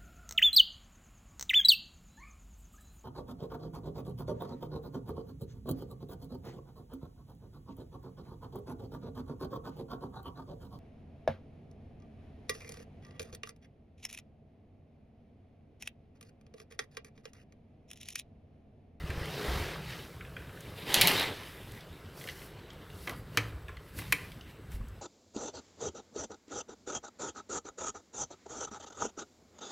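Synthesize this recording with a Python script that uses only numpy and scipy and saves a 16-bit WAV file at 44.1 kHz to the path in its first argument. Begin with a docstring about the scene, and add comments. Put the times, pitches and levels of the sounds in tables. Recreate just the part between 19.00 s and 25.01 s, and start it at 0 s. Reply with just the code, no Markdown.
"""A hotel room, at a hand-held phone: curtains swept along their rail twice, gliders bunching with clacks,
then a hand on the handle and latch of a glass door. Cloth rustles, the grip thumps the phone, the room hums.
Rubbing, handling and room tone are shaped noise under drawn level curves.
Clacks, latch and ticks are chatter bursts through resonances; bolt, door leaf and thumps are damped sines.
One microphone on both channels."""
import sys
import numpy as np
from scipy import signal
from scipy.fft import rfft, irfft, next_fast_len
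from scipy.io import wavfile
from scipy.ndimage import uniform_filter1d, map_coordinates

SR = 44100
rng = np.random.default_rng(int(sys.argv[2]) if len(sys.argv) > 2 else 0)


def digitize_waveform(pressure):
    """Quantize a signal to 16-bit integers and store it at the path in sys.argv[1].

    Rows of a 2-D input are taken as channels; values are limited to [-1, 1].
    """
    field = np.atleast_2d(pressure).T
    bounded = np.clip(field, -1, 1)
    quanta = np.round(bounded * 32767).astype(np.int16)
    wavfile.write(sys.argv[1], SR, quanta)


N = 265085

# Room tone spectrum: freq_hz, relative_level_db
ROOM_SPECTRUM = [(13, -56), (22, -7.5), (70, -8.5), (95, 6.5), (165, -19), (223, -3.5), (482, -17.5),
                 (690, -35.5), (1710, -19.5), (3920, -46.5), (7000, -47), (7810, -35.5), (8970, -57),
                 (11500, -44), (16000, -39.5)]
# Faint whines: centre_hz, half_width_hz (to 1/e), level_db (before wavering)
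WHINES = [(2720, 47, -80.5), (7780, 130, -82.5)]
# Curtain pulls, one table each: time_s, scrape_db, body_db, hiss_db (before judder)
PULLS = [
    [(0, -54, -52.5, -75), (.13, -48.5, -47, -68.5), (.3, -45, -45, -59.5), (.4, -42.5, -41, -56),
     (.52, -41.5, -40, -53), (.64, -42.5, -41.5, -54.5), (.74, -45, -44.5, -61.5), (.82, -51.5, -52, -69.5),
     (.9, -45.5, -60, -60.5), (.97, -49, -53.5, -61), (1.05, -57, -61, -64.5), (1.14, -64, -75, -70.5),
     (1.3, -80, -75, -101)],
    [(1.55, -79, -72, -73), (1.74, -61, -52, -66.5), (1.78, -48.5, -58, -57.5), (1.85, -50, -48, -62),
     (1.91, -34, -42.5, -47.5), (1.97, -29, -43.5, -48), (2.07, -28.5, -37.5, -44), (2.16, -30, -38, -43.5),
     (2.24, -32.5, -42, -50), (2.32, -44.5, -44, -58.5), (2.4, -50, -52, -62), (2.5, -50, -58, -59.5),
     (2.6, -60, -70, -64.5), (2.78, -57.5, -66, -65.5), (2.86, -64, -72, -84)],
]
# Coarse rub relative to the hiss, one per pull: rub_db. 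The first pull brushes past the phone.
PULL_RUB_DB = [1.5, -25]
# Faint constant stir: time_s, scrape_db, body_db, hiss_db (before judder)
STIR = [(0, -63, -57.5, -66), (1.3, -62, -54, -68), (1.7, -56, -55.5, -66), (3.0, -59, -56, -70),
        (3.6, -59.5, -55.5, -73), (4.6, -64.5, -56.5, -75), (6.01, -66, -60, -78)]
# Hand and sleeve strokes at the door: start_s, rise_s, hold_s, fall_s,
# scrape_db, body_db, hiss_db, rub_db (hold levels, before judder)
STROKES = [(3.108, 0.068, 0.14, 0.16, -62.5, -55, -57.5, -58), (3.28, .08, .1, 0.12, -60, -63, -59, -62),
           (3.754, 0.28, .08, .08, -58.5, -65, -58, -61.5),
           (4.054, 0.057, 0.031, 0.066, -57, -46.5, -71.5, -75),
           (4.12, 0.043, .03, .06, -78, -67, -63.5, -82), (4.267, 0.083, 0.14, 0.15, -56, -53, -65.5, -78),
           (4.696, 0.19, .01, .1, -63, -75, -65, -73), (4.918, 0.065, 0.016, .06, -49.5, -59, -48, -53.5),
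           (4.984, 0.027, 0.19, 0.42, -54.5, -57, -60.5, -64),
           (5.38, .12, .01, 0.075, -58, -77, -67.5, -72.5),
           (5.68, 0.04, 0.037, 0.059, -59.5, -69, -61.5, -66)]
# Rubbing spectra (rail scrape, its low body, cloth hiss, coarse rub): freq_hz, relative_level_db
SCRAPE_SPECTRUM = [(500, -8), (900, -0.5), (1400, -7.5), (1950, 2.5), (2500, -1.5), (3090, 0), (3400, -3.5),
                   (3650, -1), (4250, -6), (4800, -8), (5600, -13), (7000, -20), (9000, -21),
                   (12000, -49.5)]
BODY_SPECTRUM = [(110, -71.5), (180, -9), (214, -12.5), (284, -6.5), (419, -3), (798, -13.5), (860, -15),
                 (1300, -12.5), (1690, -14.5), (2860, -120)]
HISS_SPECTRUM = [(3000, -30.5), (5000, -17.5), (7000, -5.5), (9200, -4), (11000, 0.5), (13000, -2),
                 (15200, -2.5), (16500, -23)]
RUB_SPECTRUM = [(3000, -36), (4300, -1.5), (5500, -3), (7500, -12), (9500, -18)]
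# Air and hand loading the microphone: time_s, boom_db, rumble_db (before wobble)
HANDLING_LEVELS = [(0.0, -61, -53), (0.03, -49.5, -43), (0.45, -45.5, -54), (0.5, -47.5, -39),
                   (0.75, -44, -49.5), (1.12, -53.5, -55), (2.09, -47, -58), (2.14, -47, -59),
                   (2.48, -56, -60.5), (4.05, -55.5, -54.5), (4.45, -46.5, -53.5), (4.55, -56.5, -42.5),
                   (4.89, -58.5, -55), (5.09, -44, -47.5), (5.46, -58.5, -55.5), (5.67, -52, -55.5),
                   (5.74, -54.5, -43), (6.01, -60.5, -51)]
# Handling spectra: freq_hz, relative_level_db
BOOM_SPECTRUM = [(70, -36.5), (105, 0.5), (140, 4), (175, 1.5), (215, -13), (300, -41.5)]
RUMBLE_SPECTRUM = [(15, -55.5), (28, -12.5), (42, 0), (62, 6), (105, -6), (150, -52)]
# Grip shifting on the phone: start_s, peak_db, pitch_hz, t60_s
THUMPS = [(0.039, -28.5, 68, 0.075), (0.095, -30, 83.4, 0.077), (0.157, -36, 138, 0.12),
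          (0.172, -30, 62.4, 0.08), (0.213, -30.5, 84, 0.051), (0.483, -27, 63, 0.27),
          (0.56, -30, 59.5, 0.21), (0.599, -31, 92, 0.069), (2.035, -29.5, 171, 0.2), (4.1, -44, 265, 0.28),
          (4.557, -43, 68.4, 0.21), (5.741, -32, 51.6, 0.11), (5.799, -34, 46.3, 0.29)]
# Small hard parts touching: start_s, peak_db, pitch_hz, treble_db
TICKS = [(0.103, -28.5, 1590, -22), (0.2568, -33.5, 2000, -9), (1.2087, -36, 1460, -46),
         (1.2498, -40.5, 1630, -40), (1.366, -31.5, 1550, -40), (1.4208, -43.5, 1760, -22),
         (1.493, -42, 1480, -31), (1.574, -42.5, 1670, -28.5), (1.607, -37.5, 1770, -5),
         (2.7202, -40, 2140, 1), (2.752, -45.5, 3500, 2), (2.8079, -41.5, 3450, -16),
         (3.212, -36, 2130, -31), (3.24, -37, 1960, -13), (3.274, -32, 1940, -22),
         (3.2877, -28.5, 1990, -26), (3.2977, -36, 2900, -36), (3.417, -39, 2000, -33),
         (3.7036, -41, 3250, -32), (3.7331, -44.5, 1100, -14), (3.901, -43, 1910, -27),
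         (4.683, -36, 1710, -23), (4.6912, -35.5, 1100, -33), (4.7695, -39.5, 2020, -24),
         (5.3186, -38.5, 2230, -15.5), (5.4101, -42, 2920, -29), (5.7194, -41.5, 1510, -11),
         (5.8092, -46.5, 1090, -31), (5.885, -46.5, 4200, 4)]
# Gliders knocking together: start_s, peak_db, chatter_t60_s (at 2200 Hz), treble_db
GLIDERS = [(1.895, -32, .03, -5), (1.9424, -6.5, 0.043, -2), (1.951, -15, 0.014, -8),
           (2.0122, -10, 0.0051, 6), (2.0129, -3, 0.008, 1), (2.016, -7, 0.054, -6.5),
           (2.0727, -6.5, 0.021, -1), (2.079, -13.5, 0.056, -3), (2.102, -25.5, .02, 6.5),
           (2.117, -18, 0.0203, -1), (2.197, -18.5, 0.047, -6), (2.215, -27, 0.0296, 8)]
# Rail resonances: centre_hz, width_hz, relative_level_db (before treble_db)
RAIL_RESONANCES = [(1927, 800, -5), (3120, 570, 2), (4110, 380, 4), (5620, 1700, -5.5), (10880, 2000, 1),
                   (13600, 3200, -2), (15950, 2500, -9)]
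# Latch and handle contacts: start_s, peak_db, chatter_t60_s (at 2200 Hz), treble_db,
# low_shelf_db, thud_db (door leaf relative to peak_db)
CONTACTS = [(4.073, -23, 0.059, -6, 15, -37.5), (4.095, -28.5, 0.028, 1, 7, -13),
            (4.3731, -11, 0.012, -4.5, -3.5, -15), (4.3744, -15, 0.085, -6, 0, -21),
            (4.988, -29, .05, 5, 3.5, -14), (5.019, -33.5, 0.018, 8, 20, -17),
            (5.1233, -17, 0.0075, -1.5, -12.5, -40), (5.124, -9.5, 0.037, -0.5, -4.5, -36),
            (5.127, -12, 0.017, 0, -8, -24.5), (5.132, -24.5, 0.026, -2.5, -12, -35)]
# Lock resonances: centre_hz, width_hz, relative_level_db (before treble_db)
LOCK_RESONANCES = [(427, 440, -12.5), (1160, 250, -4.5), (1690, 420, -2), (2076, 245, 4), (2480, 270, 1),
                   (3180, 290, -2.5), (4080, 470, -7), (6360, 2150, -13), (9140, 670, -10.5),
                   (11200, 1900, -12.5), (13840, 1190, -9.5)]
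# Bolt and door leaf modes: freq_hz, relative_level_db (before scatter), t60_s
BOLT_MODES = [(1970, -4, 0.12), (2072, -4, 0.14), (2235, 7, 0.094), (2350, 0, 0.12), (3150, -3, 0.09)]
DOOR_MODES = [(110.4, -1, 0.39), (296, -3.5, 0.18), (477, -2.5, 0.064)]
# Decay of the room's answer: freq_hz, t60_s
WALL_DECAY = [(200, 1), (2200, 0.398), (5000, 0.26), (14000, 0.2)]

ROOM_TONE_DB = -54.5
STIR_RUB_DB = -5.5  # coarse rub relative to the hiss
STROKE_EDGE_DB = -26.5  # stroke start and end relative to its hold
TICK_T60_S = 0.04  # at 2200 Hz
BOLT_DB = -17.5  # bolt ring relative to the contact
TOP_HZ = 15900  # phone band limit


def amp(db):
    """Gain of a level in dB."""
    return 10 ** (np.asarray(db) / 20)


def unit(x):
    """x at rms 1."""
    return x / np.sqrt(np.mean(x ** 2) + 1e-20)


def along(points, hz):
    """Interpolate (Hz, value) points on a log frequency axis."""
    point_hz, value = np.transpose(points)
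    return np.interp(np.log(hz + 1), np.log(point_hz + 1), value)


def wobble(rate_hz):
    """Smooth random curve with rate_hz knots a second."""
    knots = rng.standard_normal(int(N * rate_hz / SR) + 4)
    return map_coordinates(knots, [np.arange(N) * rate_hz / SR])


def filtered(x, response):
    """x times a response of frequency."""
    size = next_fast_len(N + SR // 2)
    gain = response(np.fft.rfftfreq(size, 1 / SR))
    return irfft(rfft(x, size) * gain, size)[..., :N]


def rush(spectrum, patchy_db, grain_db=0, grain_hz=400):
    """Coloured noise of rms 1 with time-frequency patches of random gain and fast grain."""
    z = signal.stft(rng.standard_normal(N + 512), nperseg=512)[2]
    field = uniform_filter1d(rng.standard_normal(z.shape), 6, 0)
    field = uniform_filter1d(field, 10, 1)
    noise = signal.istft(z * amp(patchy_db * unit(field)), nperseg=512)[1][:N]
    grainy = noise * amp(grain_db * wobble(grain_hz))
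    return unit(filtered(grainy, lambda hz: amp(along(spectrum, hz))))


def room_tone():
    """Ventilation hum and hiss with two faint whines: narrow noise bands of wavering level."""
    tone = amp(ROOM_TONE_DB) * rush(ROOM_SPECTRUM, patchy_db=5.0)
    for centre_hz, width_hz, db in WHINES:
        noise = rng.standard_normal(N)
        whine = unit(filtered(noise, lambda hz: np.exp(-((hz - centre_hz) / width_hz) ** 2)))
        tone = tone + amp(db + 2 * wobble(5.6)) * whine
    return tone


def curves(rows, outside_db=None):
    """One value per sample for each column after the time; end values hold unless outside_db is given."""
    s, *columns = np.transpose(rows)
    t = np.arange(N) / SR
    return [np.interp(t, s, column, outside_db, outside_db) for column in columns]


def effort():
    """Gains of scrape, body, hiss and rub: pulls, stir and strokes add as powers."""
    parts = []
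    for rows, rub_db in zip(PULLS + [STIR], PULL_RUB_DB + [STIR_RUB_DB]):
        hiss_db = np.array(rows)[:, 3]
        parts.append(amp(curves(np.c_[rows, hiss_db + rub_db], outside_db=-200)))
    for s, rise, hold, fall, *levels_db in STROKES:
        corners_s = s + np.cumsum([0, rise, hold, fall])
        corners_db = np.add.outer([STROKE_EDGE_DB, 0, 0, STROKE_EDGE_DB], levels_db)
        parts.append(amp(curves(np.c_[corners_s, corners_db], outside_db=-200)))
    return np.sqrt(np.sum(np.square(parts), axis=0))


def rubbing():
    """Gliders scrape the rail and cloth hisses: noise layers under one shared stick-slip judder."""
    scrape, body, hiss, rub = effort()
    judder = wobble(25.15)
    scrape = scrape * amp(0.51 * judder) * rush(SCRAPE_SPECTRUM, patchy_db=2.0, grain_db=1.0, grain_hz=280)
    body = body * amp(0.6 * judder) * rush(BODY_SPECTRUM, patchy_db=1.6, grain_db=1.5, grain_hz=200)
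    hiss = hiss * amp(0.6 * judder) * rush(HISS_SPECTRUM, patchy_db=0.5, grain_db=2.0, grain_hz=1700)
    rub = rub * amp(0.45 * judder) * rush(RUB_SPECTRUM, patchy_db=1.0, grain_db=2.0, grain_hz=740)
    return scrape + body + hiss + rub


def handling():
    """Air and hand load the microphone: boom and rumble noise of wobbling level."""
    boom_db, rumble_db = curves(HANDLING_LEVELS)
    boom = amp(boom_db + 0.96 * wobble(9)) * rush(BOOM_SPECTRUM, patchy_db=0.2)
    rumble = amp(rumble_db + 1.16 * wobble(9)) * rush(RUMBLE_SPECTRUM, patchy_db=0.5)
    return boom + rumble


def add(track, s, sound):
    """Mix a sound in at time s."""
    track[round(s * SR):][:len(sound)] += sound


def ring(modes, scatter_db, attack_s=0.00072):
    """One blow: damped modes at random strengths and phases, peak 1."""
    t = np.arange(SR // 2) / SR
    x = np.zeros(len(t))
    for hz, db, t60 in modes:
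        strength, phase = rng.standard_normal(2)
        decay = amp(db + scatter_db * strength - 60 * t / t60)
        x += decay * np.sin(2 * np.pi * hz * t + phase)
    x = x * (1 - np.exp(-t / attack_s))
    return x / np.abs(x).max()


def thumps():
    """Soft low pushes through the phone's case: a damped sine and one shorter overtone."""
    out = np.zeros(N + SR)
    for s, db, hz, t60 in THUMPS:
        modes = [(hz, 0, t60), (2.22 * hz, -9, 0.56 * t60)]
        add(out, s, amp(db) * ring(modes, scatter_db=0.5, attack_s=0.0025))
    return out[:N]


def knock(resonances, t60, treble_db, low_shelf_db=0):
    """A first blow and a dying burst of contact chatter through broad resonances, peak 1."""
    size = SR // 4
    t, f = np.arange(size) / SR, np.fft.rfftfreq(size, 1 / SR)
    contact, spectrum = rng.standard_normal(size), 0
    contact[0] = 4.5  # the first blow
    for k, (centre, width, db) in enumerate(resonances):
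        # treble chatter dies sooner
        chatter_t60 = max(t60, 0.003) * (2200 / centre) ** 0.49
        chatter = contact * amp(-60 * t / chatter_t60)
        gain = (-1) ** k * amp(db + treble_db * (centre > 7000))
        bandpass = 1j * f * width / (centre ** 2 - f ** 2 + 1j * f * width)
        spectrum = spectrum + rfft(chatter) * gain * bandpass
    # a heavier contact drives more of the low modes
    shelf = (1j * f + 1600 * amp(low_shelf_db / 2)) / (1j * f + 1600)
    x = irfft(spectrum * shelf ** 2, size)
    return x / np.abs(x).max()


def ticks():
    """Small hard parts touching: a blunt pitch, two upper resonances and some treble."""
    out = np.zeros(N + SR)
    for s, db, hz, treble_db in TICKS:
        # centre_hz, width_hz, relative_level_db
        shape = [(hz, 0.095 * hz, 0), (1.59 * hz, 0.21 * hz, -7), (2.1 * hz, 0.1 * hz, -9), (9000, 7000, -4.5)]
        add(out, s, amp(db) * knock(shape, TICK_T60_S, treble_db))
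    return out[:N]


def gliders():
    """Gliders clack together, each contact chattering into the rail's resonances."""
    out = np.zeros(N + SR)
    for s, db, t60, treble_db in GLIDERS:
        add(out, s, amp(db) * knock(RAIL_RESONANCES, t60, treble_db))
    return out[:N]


def latch():
    """Each contact chatters into the lock, rings the bolt and thuds the door leaf."""
    out = np.zeros(N + SR)
    for s, db, t60, treble_db, low_shelf_db, thud_db in CONTACTS:
        add(out, s, amp(db) * knock(LOCK_RESONANCES, t60, treble_db, low_shelf_db))
        add(out, s, amp(db + BOLT_DB) * ring(BOLT_MODES, scatter_db=2.5))
        add(out, s, amp(db + thud_db) * ring(DOOR_MODES, scatter_db=5.0, attack_s=0.0011))
    return out[:N]


def walls(x):
    """The room's answer: a noise tail of unit energy, each frequency dying at its own speed."""
    hz, t, z = signal.stft(rng.standard_normal(SR // 2), SR, nperseg=256)
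    decay = amp(-60 * t / along(WALL_DECAY, hz)[:, None])
    tail = signal.istft(z * decay, SR, nperseg=256)[1]
    delayed = np.pad(x, (300, 0))  # samples
    return signal.fftconvolve(delayed, tail / np.linalg.norm(tail))[:N]


def scene():
    """One microphone, copied to both channels; only the hits are answered by the walls."""
    small, rail, lock = ticks(), gliders(), latch()
    hits = small + amp(-9) * walls(small)
    hits = hits + rail + amp(-7) * walls(rail)
    hits = hits + lock + amp(-14.5) * walls(lock)
    return np.tile(room_tone() + rubbing() + handling() + thumps() + hits, (2, 1))


def record(dry):
    """The phone keeps nothing above its band limit."""
    return filtered(dry, lambda hz: hz < TOP_HZ)


dry = scene()
out = record(dry)
digitize_waveform(out)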